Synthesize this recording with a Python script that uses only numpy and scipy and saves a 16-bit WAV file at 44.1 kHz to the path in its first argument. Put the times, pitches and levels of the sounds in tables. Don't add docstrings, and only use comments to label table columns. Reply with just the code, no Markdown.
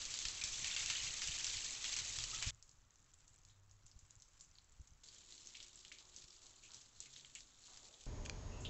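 import sys
import numpy as np
from scipy import signal
from scipy.fft import rfft, irfft
from scipy.io import wavfile

SR = 44100
rng = np.random.default_rng(int(sys.argv[2]) if len(sys.argv) > 2 else 0)


def generate_wav(sig):
    pcm = np.round(np.clip(np.atleast_2d(sig).T, -1, 1) * 32767).astype(np.int16)
    wavfile.write(sys.argv[1], SR, pcm)


N = 383229
T = np.arange(N) / SR
DRIP_START, RINSE_START, BRUSH_START = 2.508, 5.035, 8.065

# time in seconds, relative level in dB.
GUSH_FLOW = [(0, -47.5), (0.36, -48.5), (0.54, -47.5), (0.68, -43.5), (0.92, -44.5), (1.12, -45),
             (1.3, -45.5), (1.5, -45), (1.68, -46.5), (1.92, -44.0), (2.06, -46.5), (2.3, -47), (2.5, -45)]
TRICKLE_FLOW = [(2.53, -71.5), (2.8, -76.5), (3.45, -71.5), (3.65, -77.5), (3.9, -73.5), (4.3, -71.5),
                (5.02, -73)]
RINSE_FLOW = [(5.05, -61.5), (5.55, -61.5), (5.95, -65), (6.07, -67.0), (6.25, -63.5), (6.55, -64.5),
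              (6.78, -59.5), (6.9, -68.5), (7.15, -60.5), (7.57, -67), (7.68, -61.5), (8.05, -63.5)]
# frequency in Hz, relative level in dB.
GUSH_SPECTRUM = [(150, -35.5), (270, -22), (400, -21), (700, -18), (1350, -16.5), (1900, -6.5),
                 (2400, -2.5), (3100, -2), (4200, -2.5), (5100, -5), (6300, 0), (8000, -2)]
TRICKLE_SPECTRUM = [(800, -20.5), (2000, -16.5), (3600, -12), (5000, -5.5), (7000, 4.5)]
RINSE_SPECTRUM = [(300, -5.5), (1400, -19.5), (2200, -13), (3100, -6), (4100, 0.5), (5100, -5.5), (7200, 6),
                  (8000, 0.5)]
# start in seconds, relative peak in dB, pop pitch in Hz.
FLOOR_SPLATS = [(0.052, -30, 6420), (0.1389, -32, 5600), (0.1882, -29.5, 6500), (0.2519, -28, 3970),
                (0.2835, -29.5, 4430), (0.413, -31.5, 2480), (0.4368, -26, 6160), (0.6431, -28, 2940),
                (0.7628, -26.5, 2700), (0.8596, -27.5, 5870), (0.8998, -25.5, 2720), (0.9514, -30, 2990),
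                (1.2175, -27.5, 2740), (1.2728, -24.5, 6600), (1.3853, -31, 6860), (1.4428, -27, 5950),
                (1.4663, -27, 6080), (1.5696, -28.5, 4100), (1.6434, -33.5, 5780), (1.8417, -29.5, 3270),
                (1.964, -29, 7000), (1.987, -27.5, 3850), (2.1857, -29, 4240), (2.2379, -29, 4980),
                (2.4242, -24.5, 2500)]
# start in seconds, relative rumble and air levels in dB.
ROOM_LEVELS = [(0.0, -60.5, -69.5), (DRIP_START, -71, -85.5), (RINSE_START, -74, -83)]
# frequency in Hz, relative level in dB.
RUMBLE_SPECTRUM = [(15, 0), (35, 2), (60, -7.5), (105, -5.5), (160, -15), (250, -29), (1500, -71.5)]
AIR_SPECTRUM = [(100, -19), (260, -0.5), (450, -3.5), (800, -3.5), (1150, 0), (1500, -2.5), (2300, -9.5),
                (8000, -13)]
# start in seconds, peak in dB.
MIC_BUMPS = [(0.247, -48), (0.438, -49), (0.617, -51.5), (1.281, -45), (1.55, -47), (2.179, -45.5),
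             (2.462, -36), (3.843, -58), (3.952, -51), (4.02, -55.5), (4.157, -55), (4.792, -47.5),
             (4.909, -56), (6.238, -60)]
# start in seconds, dry peak in dB, first pitch in Hz, rise in octaves,
# length in seconds.
BUBBLE_CHIRPS = [(0.412, -42.5, 2260, 0.21, 0.017), (0.764, -42, 2620, 0.093, 0.01),
                 (0.955, -36.5, 2870, 0.106, 0.0054), (2.328, -50, 1210, 0.18, .016),
                 (3.496, -66.5, 3000, 0.66, 0.0089), (5.55, -45.5, 1710, 1.8, 0.0057),
                 (5.918, -51.5, 1887, 1.5, 0.007)]
# start and length in seconds, pitch in Hz, level before flutter in dB.
FAR_ENGINES = [(1.9, 0.71, 119.7, -67), (3.3, 0.73, 97.5, -69.5), (5.05, 1.73, 362.5, -82.5),
               (6.4, 0.7, 104, -78), (6.99, 0.4, 134.3, -77.5), (7.253, 0.46, 260, -82.5)]
# start in seconds, relative peak in dB, pop pitch in Hz.
BIG_DROPS = [(2.6249, -48, 6800), (2.6917, -52, 7040), (2.9567, -58, 6100), (3.1397, -51, 7650),
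             (3.2781, -52, 7040), (3.711, -55, 6660), (3.863, -51.5, 7000), (3.9133, -54, 5300),
             (3.9893, -51, 6900), (4.1063, -50.5, 6740), (4.2203, -48.5, 6200), (4.4077, -45, 7200),
             (4.5839, -51, 4130), (4.873, -55, 6800), (5.0853, -49, 4490), (5.3222, -48, 4000),
             (5.3778, -49, 4100), (5.4704, -43, 6240), (5.6015, -45, 3330), (5.7557, -46.5, 7800),
             (5.8484, -49.5, 3300), (5.916, -45, 2260), (5.9846, -47, 3940), (6.1621, -40, 6560),
             (6.7433, -44.5, 5690), (7.0023, -38.5, 7200), (7.1612, -45.5, 3370), (7.2464, -48.5, 2980),
             (7.3501, -40.5, 7250), (7.653, -48.5, 7400)]
# start and length in seconds, level in dB,
# centre and bandwidth in Hz.
WATER_SHEETS = [(5.545, 0.033, -66, 2900, 1500), (6.01, 0.18, -81.5, 1000, 704),
                (6.42, 0.21, -81.5, 900, 700), (6.63, 0.079, -68.5, 2760, 894),
                (6.69, 0.14, -77, 1240, 910), (7.055, .05, -71, 2360, 700),
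                (7.351, 0.047, -59.5, 2723, 1200), (7.68, 0.2, -75.5, 980, 704), (7.82, 0.3, -77, 570, 450)]
# frequency in Hz, relative level in dB.
MACHINE_SPECTRUM = [(15, -26), (25, 5.5), (76, -4.5), (144, -12.5), (283, -15.5), (327, -19.5),
                    (436, -18.5), (740, -26), (1010, -25), (1320, -32), (1980, -33.5), (2400, -35.5),
                    (3620, -37), (6750, -34.5), (7800, -41), (10100, -49), (17200, -120)]
# pitch in Hz, rms level in dB.
MACHINE_TONES = [(85, -58.5), (113, -58.5), (426, -74.5), (606, -70.5), (1007, -77), (6541, -71),
                 (6874, -76)]
# start and length in seconds, dry level in dB, centre and bandwidth in Hz.
BRISTLE_STROKES = [(8.249, 0.032, -61, 3045, 500), (8.25, 0.027, -57.5, 7000, 1800),
                   (8.515, 0.22, -71, 2700, 298), (8.604, 0.1, -64, 7100, 1400),
                   (8.648, 0.046, -51.5, 3240, 1010)]
# time in seconds, relative strength in dB.
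BRUSH_TAPS = [(8.2518, -44), (8.2598, -41), (8.2609, -33.5), (8.2966, -26)]
# pitch in Hz, relative level in dB, seconds to die away by 60 dB.
FITTING_MODES = [(1490, -0.5, 0.007), (2400, 3, 0.0152), (3357, -2, 0.0091), (4120, -5.5, 0.0168),
                 (4820, 2.5, 0.0084), (5965, -1, 0.011), (6900, 3.5, 0.0046)]


def from_db(db):
    return 10 ** (np.asarray(db) / 20)


def rms_one(x):
    return x / np.sqrt(np.mean(x ** 2) + 1e-20)


def in_time(curve):
    return np.interp(T, *np.transpose(curve))


def during(start, end):
    return (T >= start) & (T < end)


def add(out, s, sound):
    at = max(round(s * SR), 0)
    out[at:at + len(sound)] += sound[:N - at]


def drift(rate_hz):
    step, run_in = 40, 2000
    r = np.exp(-2 * np.pi * rate_hz * step / SR)
    slow = signal.lfilter([1], [1, -2 * r, r * r], rng.standard_normal(N // step + run_in + 2))[run_in:]
    return np.interp(np.arange(N) / step, np.arange(len(slow)), rms_one(slow))


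def band(x, low_hz, high_hz, order=2):
    return signal.sosfilt(signal.butter(order, [low_hz, high_hz], "band", fs=SR, output="sos"), x + 1e-18)


def coloured(x, spectrum, size=16384):
    hz, db = np.transpose(spectrum)
    bin_hz = np.arange(size // 2 + 1) * SR / size
    gain = from_db(np.interp(np.log(bin_hz + 1), np.log(hz), db))
    cepstrum = irfft(np.log(gain))[:size // 2]
    cepstrum[1:] *= 2
    response = irfft(np.exp(rfft(cepstrum, size)))
    return rms_one(signal.oaconvolve(x, response)[:N])


def gush(fizz):
    spray_db, gobs_db = surges(GUSH_FLOW, FLOOR_SPLATS, spray_db=4.5, gobs_db=-9.0, gobs_follow=2.2,
                               wash_db=-18.5, heavy_db=-24.0, heavy_db_per_octave=1.0, wash_s=0.023)
    thinning_db = thinning(FLOOR_SPLATS)
    stream = flow(spray_db + thinning_db, gobs_db + thinning_db, GUSH_SPECTRUM, fizz,
                  per_s=6000, spread_db=1.5, clump_db=2.5, fizz_db=-7.5)
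    return stream + impacts(FLOOR_SPLATS, crack_db=0.5, pop_db=-8.5, pop_width=0.2, contact_s=0.0011,
                            near_db=-2.0, far_db=-1.5, near_s=0.017, far_s=0.26)


def surges(curve, hits, spray_db, gobs_db, gobs_follow, wash_db, heavy_db, heavy_db_per_octave, wash_s):
    wash_rise_s, big_gob_hz = 0.0027, 2820
    level = in_time(curve)
    usual = np.mean(np.array(curve)[:, 1])
    power = from_db([level + spray_db, usual + gobs_db + gobs_follow * (level - usual)]) ** 2
    t = T[:SR // 4]
    wash = np.exp(-t / wash_s) * (1 - np.exp(-t / wash_rise_s))
    for s, db, hz in hits:
        weight_db = heavy_db + heavy_db_per_octave * np.log2(big_gob_hz / hz)
        add(power[0], s, (from_db(db + wash_db) * wash) ** 2)
        add(power[1], s, (from_db(db + weight_db) * wash) ** 2)
    return 10 * np.log10(power)


def thinning(hits, depth_db=2.0, gather_s=0.019):
    nearness, t = np.zeros(N), T[:int(gather_s * SR)]
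    for s, _, _ in hits:
        add(nearness, s - gather_s, np.sqrt(t / gather_s))
    return -depth_db * np.minimum(nearness, 1)


def flow(spray_db, gobs_db, spectrum, fizz, per_s, spread_db, clump_db, fizz_db, split_hz=3400):
    clicks = droplets(per_s, spread_db, clump_db)
    patter = scattered(clicks, near_db=-0.5, far_db=-8.5, near_s=0.0027, far_s=0.046)
    water = coloured(rms_one(patter) + from_db(fizz_db) * fizz, spectrum)
    gobs = signal.sosfilt(signal.butter(3, split_hz, "low", fs=SR, output="sos"), water)
    spray = signal.sosfilt(signal.butter(3, split_hz, "high", fs=SR, output="sos"), water)
    return from_db(spray_db) * rms_one(spray) + from_db(gobs_db) * rms_one(gobs)


def droplets(per_s, spread_db, clump_db, clump_hz=28):
    sizes = from_db(spread_db * np.minimum(rng.exponential(1, N), 4)) * rng.choice([-1, 1], N)
    lands = rng.random(N) < per_s / SR
    clumps = from_db(clump_db * np.tanh(drift(clump_hz) / 2) * 2)
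    return sizes * lands * clumps


def scattered(clicks, near_db, far_db, near_s, far_s):
    power = 0
    for db, decay_s in (near_db, near_s), (far_db, far_s):
        r = np.exp(-2 / (decay_s * SR))
        power = power + from_db(db) ** 2 * signal.lfilter([1 - r], [1, -r], clicks ** 2 + 1e-18)
    return clicks + np.sqrt(power) * rng.standard_normal(len(clicks))


def bubbles(low_hz, high_hz, cycles, rise, count):
    when, pitch, rank = rng.random((count, 3)).T[..., None]
    hz = low_hz * (high_hz / low_hz) ** pitch
    age = np.arange(SR // 35)
    life = hz * age / SR / cycles
    envelope = np.sqrt(hz / (rank + 0.079)) * from_db(-60 * life)
    rings = envelope * np.sin(2 * np.pi * cycles * life * (1 + rise * life))
    samples = (when * N).astype(int) + age
    return rms_one(np.bincount(samples.ravel(), rings.ravel(), N)[:N])


def room_tone():
    starts, rumble_db, air_db = np.transpose(ROOM_LEVELS)
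    row = np.searchsorted(starts[1:], T)
    rumble = from_db(rumble_db[row] + 2.0 * drift(9.9)) * coloured(rng.standard_normal(N), RUMBLE_SPECTRUM)
    air = from_db(air_db[row] + 7.0) * coloured(rng.standard_normal(N), AIR_SPECTRUM)
    return rumble + air


def impacts(hits, crack_db, pop_db, pop_width, contact_s, **echoes):
    out, t = np.zeros(N), T[:SR // 4]
    for s, peak_db, hz in hits:
        contact = rng.standard_normal(len(t)) * np.exp(-t / contact_s)
        crack = band(scattered(contact, **echoes), 0.5 * hz, 9800)
        pop = band(crack, hz / (1 + pop_width), hz * (1 + pop_width), order=1)
        for db, part in (crack_db, crack), (pop_db, pop):
            add(out, s + 0.000992, from_db(peak_db + db) * part / np.abs(part).max())
    return out


def mic_bumps(rise_s=0.0045, dull_hz=115, settle_db=-16.0, settle_s=0.041):
    out, t = np.zeros(N), T[:SR // 4]
    dull = signal.butter(4, dull_hz, fs=SR, output="sos")
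    envelope = t / rise_s * np.exp(1 - t / rise_s) + from_db(settle_db) * np.exp(-t / settle_s)
    for s, db in MIC_BUMPS:
        thud = signal.sosfilt(dull, rng.standard_normal(len(t)) * envelope)
        add(out, s, from_db(db) * thud / np.abs(thud).max())
    return out


def plips():
    out = np.zeros(N)
    for s, db, hz, octaves, length in BUBBLE_CHIRPS:
        age = np.linspace(0, 1, int(length * SR))
        phase = 2 * np.pi * np.cumsum(hz * 2 ** (octaves * age)) / SR
        add(out, s, from_db(db) * np.sin(np.pi * age) * np.sin(phase))
    return out


def workshop(x, wet_db, t60=0.32):
    t = T[:SR // 2]
    tail = rng.standard_normal(len(t)) * np.exp(-np.log(1000) * t / t60)
    return x + from_db(wet_db) * signal.oaconvolve(x, tail / np.linalg.norm(tail))[:N]


def traffic():
    out = np.zeros(N)
    engine_time = np.cumsum(1 + 0.018 * drift(10)) / SR
    flutter = from_db(2.6 * drift(13))
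    for s, length, hz, db in FAR_ENGINES:
        on = during(s, s + length)
        swell = np.sqrt(np.abs(np.sin(np.pi * (T[on] - s) / length)))
        out[on] += from_db(db) * swell * flutter[on] * np.sin(2 * np.pi * hz * engine_time[on])
    return out


def trickle(fizz):
    level_db = in_time(TRICKLE_FLOW) + 3.4
    runoff = flow(level_db - 1.0, level_db - 10.0, TRICKLE_SPECTRUM, fizz,
                  per_s=2500, spread_db=3.0, clump_db=-2.5, fizz_db=-12.0)
    ticks = bubbles(low_hz=5720, high_hz=7760, cycles=44, rise=0.06, count=220)
    return runoff + from_db(level_db - 9.5) * ticks


def drips():
    small = stray_drops(TRICKLE_FLOW, above_db=13.5, spread_db=8.0, low_hz=4230, high_hz=7700, count=16)
    small += stray_drops(RINSE_FLOW, above_db=8.5, spread_db=9.0, low_hz=3250, high_hz=7350, count=20)
    return impacts(list(BIG_DROPS) + small, crack_db=-3.5, pop_db=2.0, pop_width=0.085, contact_s=0.00085,
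                   near_db=-5.5, far_db=-4.5, near_s=0.0069, far_s=0.049)


def stray_drops(curve, above_db, spread_db, low_hz, high_hz, count):
    s, level = np.transpose(curve)
    when, size, pitch = rng.random((count, 3)).T
    times = s[0] + (s[-1] - s[0]) * (np.arange(count) + when) / count
    peaks = np.interp(times, s, level) + above_db + spread_db * (size - 0.5)
    return list(zip(times, peaks, high_hz * (low_hz / high_hz) ** (pitch ** 2)))


def rinse(fizz):
    spray_db, gobs_db = surges(RINSE_FLOW, BIG_DROPS, spray_db=1.0, gobs_db=-10.0, gobs_follow=0.71,
                               wash_db=-15.5, heavy_db=-20.5, heavy_db_per_octave=4.5, wash_s=0.043)
    stream = flow(spray_db, gobs_db, RINSE_SPECTRUM, fizz,
                  per_s=4000, spread_db=3.5, clump_db=2.0, fizz_db=-7.5)
    clicks = droplets(per_s=82, spread_db=3.0, clump_db=-1.0)
    patter = scattered(clicks, near_db=3.5, far_db=1.5, near_s=0.0026, far_s=0.021)
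    return stream + from_db(spray_db - 3.0) * rms_one(band(patter, 3180, 10500)) + swishes(WATER_SHEETS)


def swishes(rows):
    out = np.zeros(N)
    for s, length, db, hz, width_hz in rows:
        age = np.linspace(0, 1, int(length * SR))
        grains = rng.standard_normal(len(age)) * rng.exponential(1, len(age))
        hiss = band(grains, hz - width_hz / 2, hz + width_hz / 2)
        add(out, s, from_db(db) * rms_one(hiss * age ** 0.083 * (1 - age)))
    return out


def machine(rumble_db=-48.0, waver=0.003):
    motor_time = np.cumsum(1 + waver * drift(9.6)) / SR
    tones = sum(from_db(db) * np.sqrt(2) * np.sin(2 * np.pi * hz * motor_time) for hz, db in MACHINE_TONES)
    return from_db(rumble_db) * coloured(rng.standard_normal(N), MACHINE_SPECTRUM) + tones


def brush(tap_db=-12.5):
    knocks = np.zeros(N)
    for s, db in BRUSH_TAPS:
        add(knocks, s, from_db([db + tap_db]))
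    fitting = sum((-1) ** k * from_db(db) * ring(knocks, hz, t60)
                  for k, (hz, db, t60) in enumerate(FITTING_MODES))
    return swishes(BRISTLE_STROKES) + fitting


def ring(x, hz, t60):
    r, w = np.exp(-np.log(1000) / (t60 * SR)), 2 * np.pi * hz / SR
    return signal.lfilter([0, np.sin(w)], [1, -2 * r * np.cos(w), r * r], x + 1e-18)


def scene():
    fizz = bubbles(low_hz=1104, high_hz=7980, cycles=54, rise=0.045, count=4000)
    water = gush(fizz) * (T < DRIP_START)
    water += trickle(fizz) * during(DRIP_START, RINSE_START)
    water += rinse(fizz) * during(RINSE_START, BRUSH_START)
    water += drips() + workshop(plips(), wet_db=-0.5)
    cleaning = (machine() + workshop(brush(), wet_db=-15.5)) * (T >= BRUSH_START)
    return (water + cleaning + room_tone() + traffic() + mic_bumps())[None]


def record(dry, flat_to_hz=7650, sheen_db=-27.5, top_sheen_db=-45.5, hiss_db=-95.0, cutoff_hz=15700):
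    narrow = signal.sosfilt(signal.ellip(7, 0.3, 60, flat_to_hz, fs=SR, output="sos"), dry)
    image = narrow * np.cos(2 * np.pi * 8000 * T)
    sheen = from_db(sheen_db) * band(image, 9800, 11700, order=5)
    top_sheen = from_db(top_sheen_db) * band(image, 9000, 16000, order=3)
    hiss = from_db(hiss_db) * rng.standard_normal(N)
    top_cut = signal.ellip(10, 0.1, 80, cutoff_hz, fs=SR, output="sos")
    return signal.sosfilt(top_cut, narrow + sheen + top_sheen + hiss)


dry = scene()
out = record(dry)
generate_wav(out)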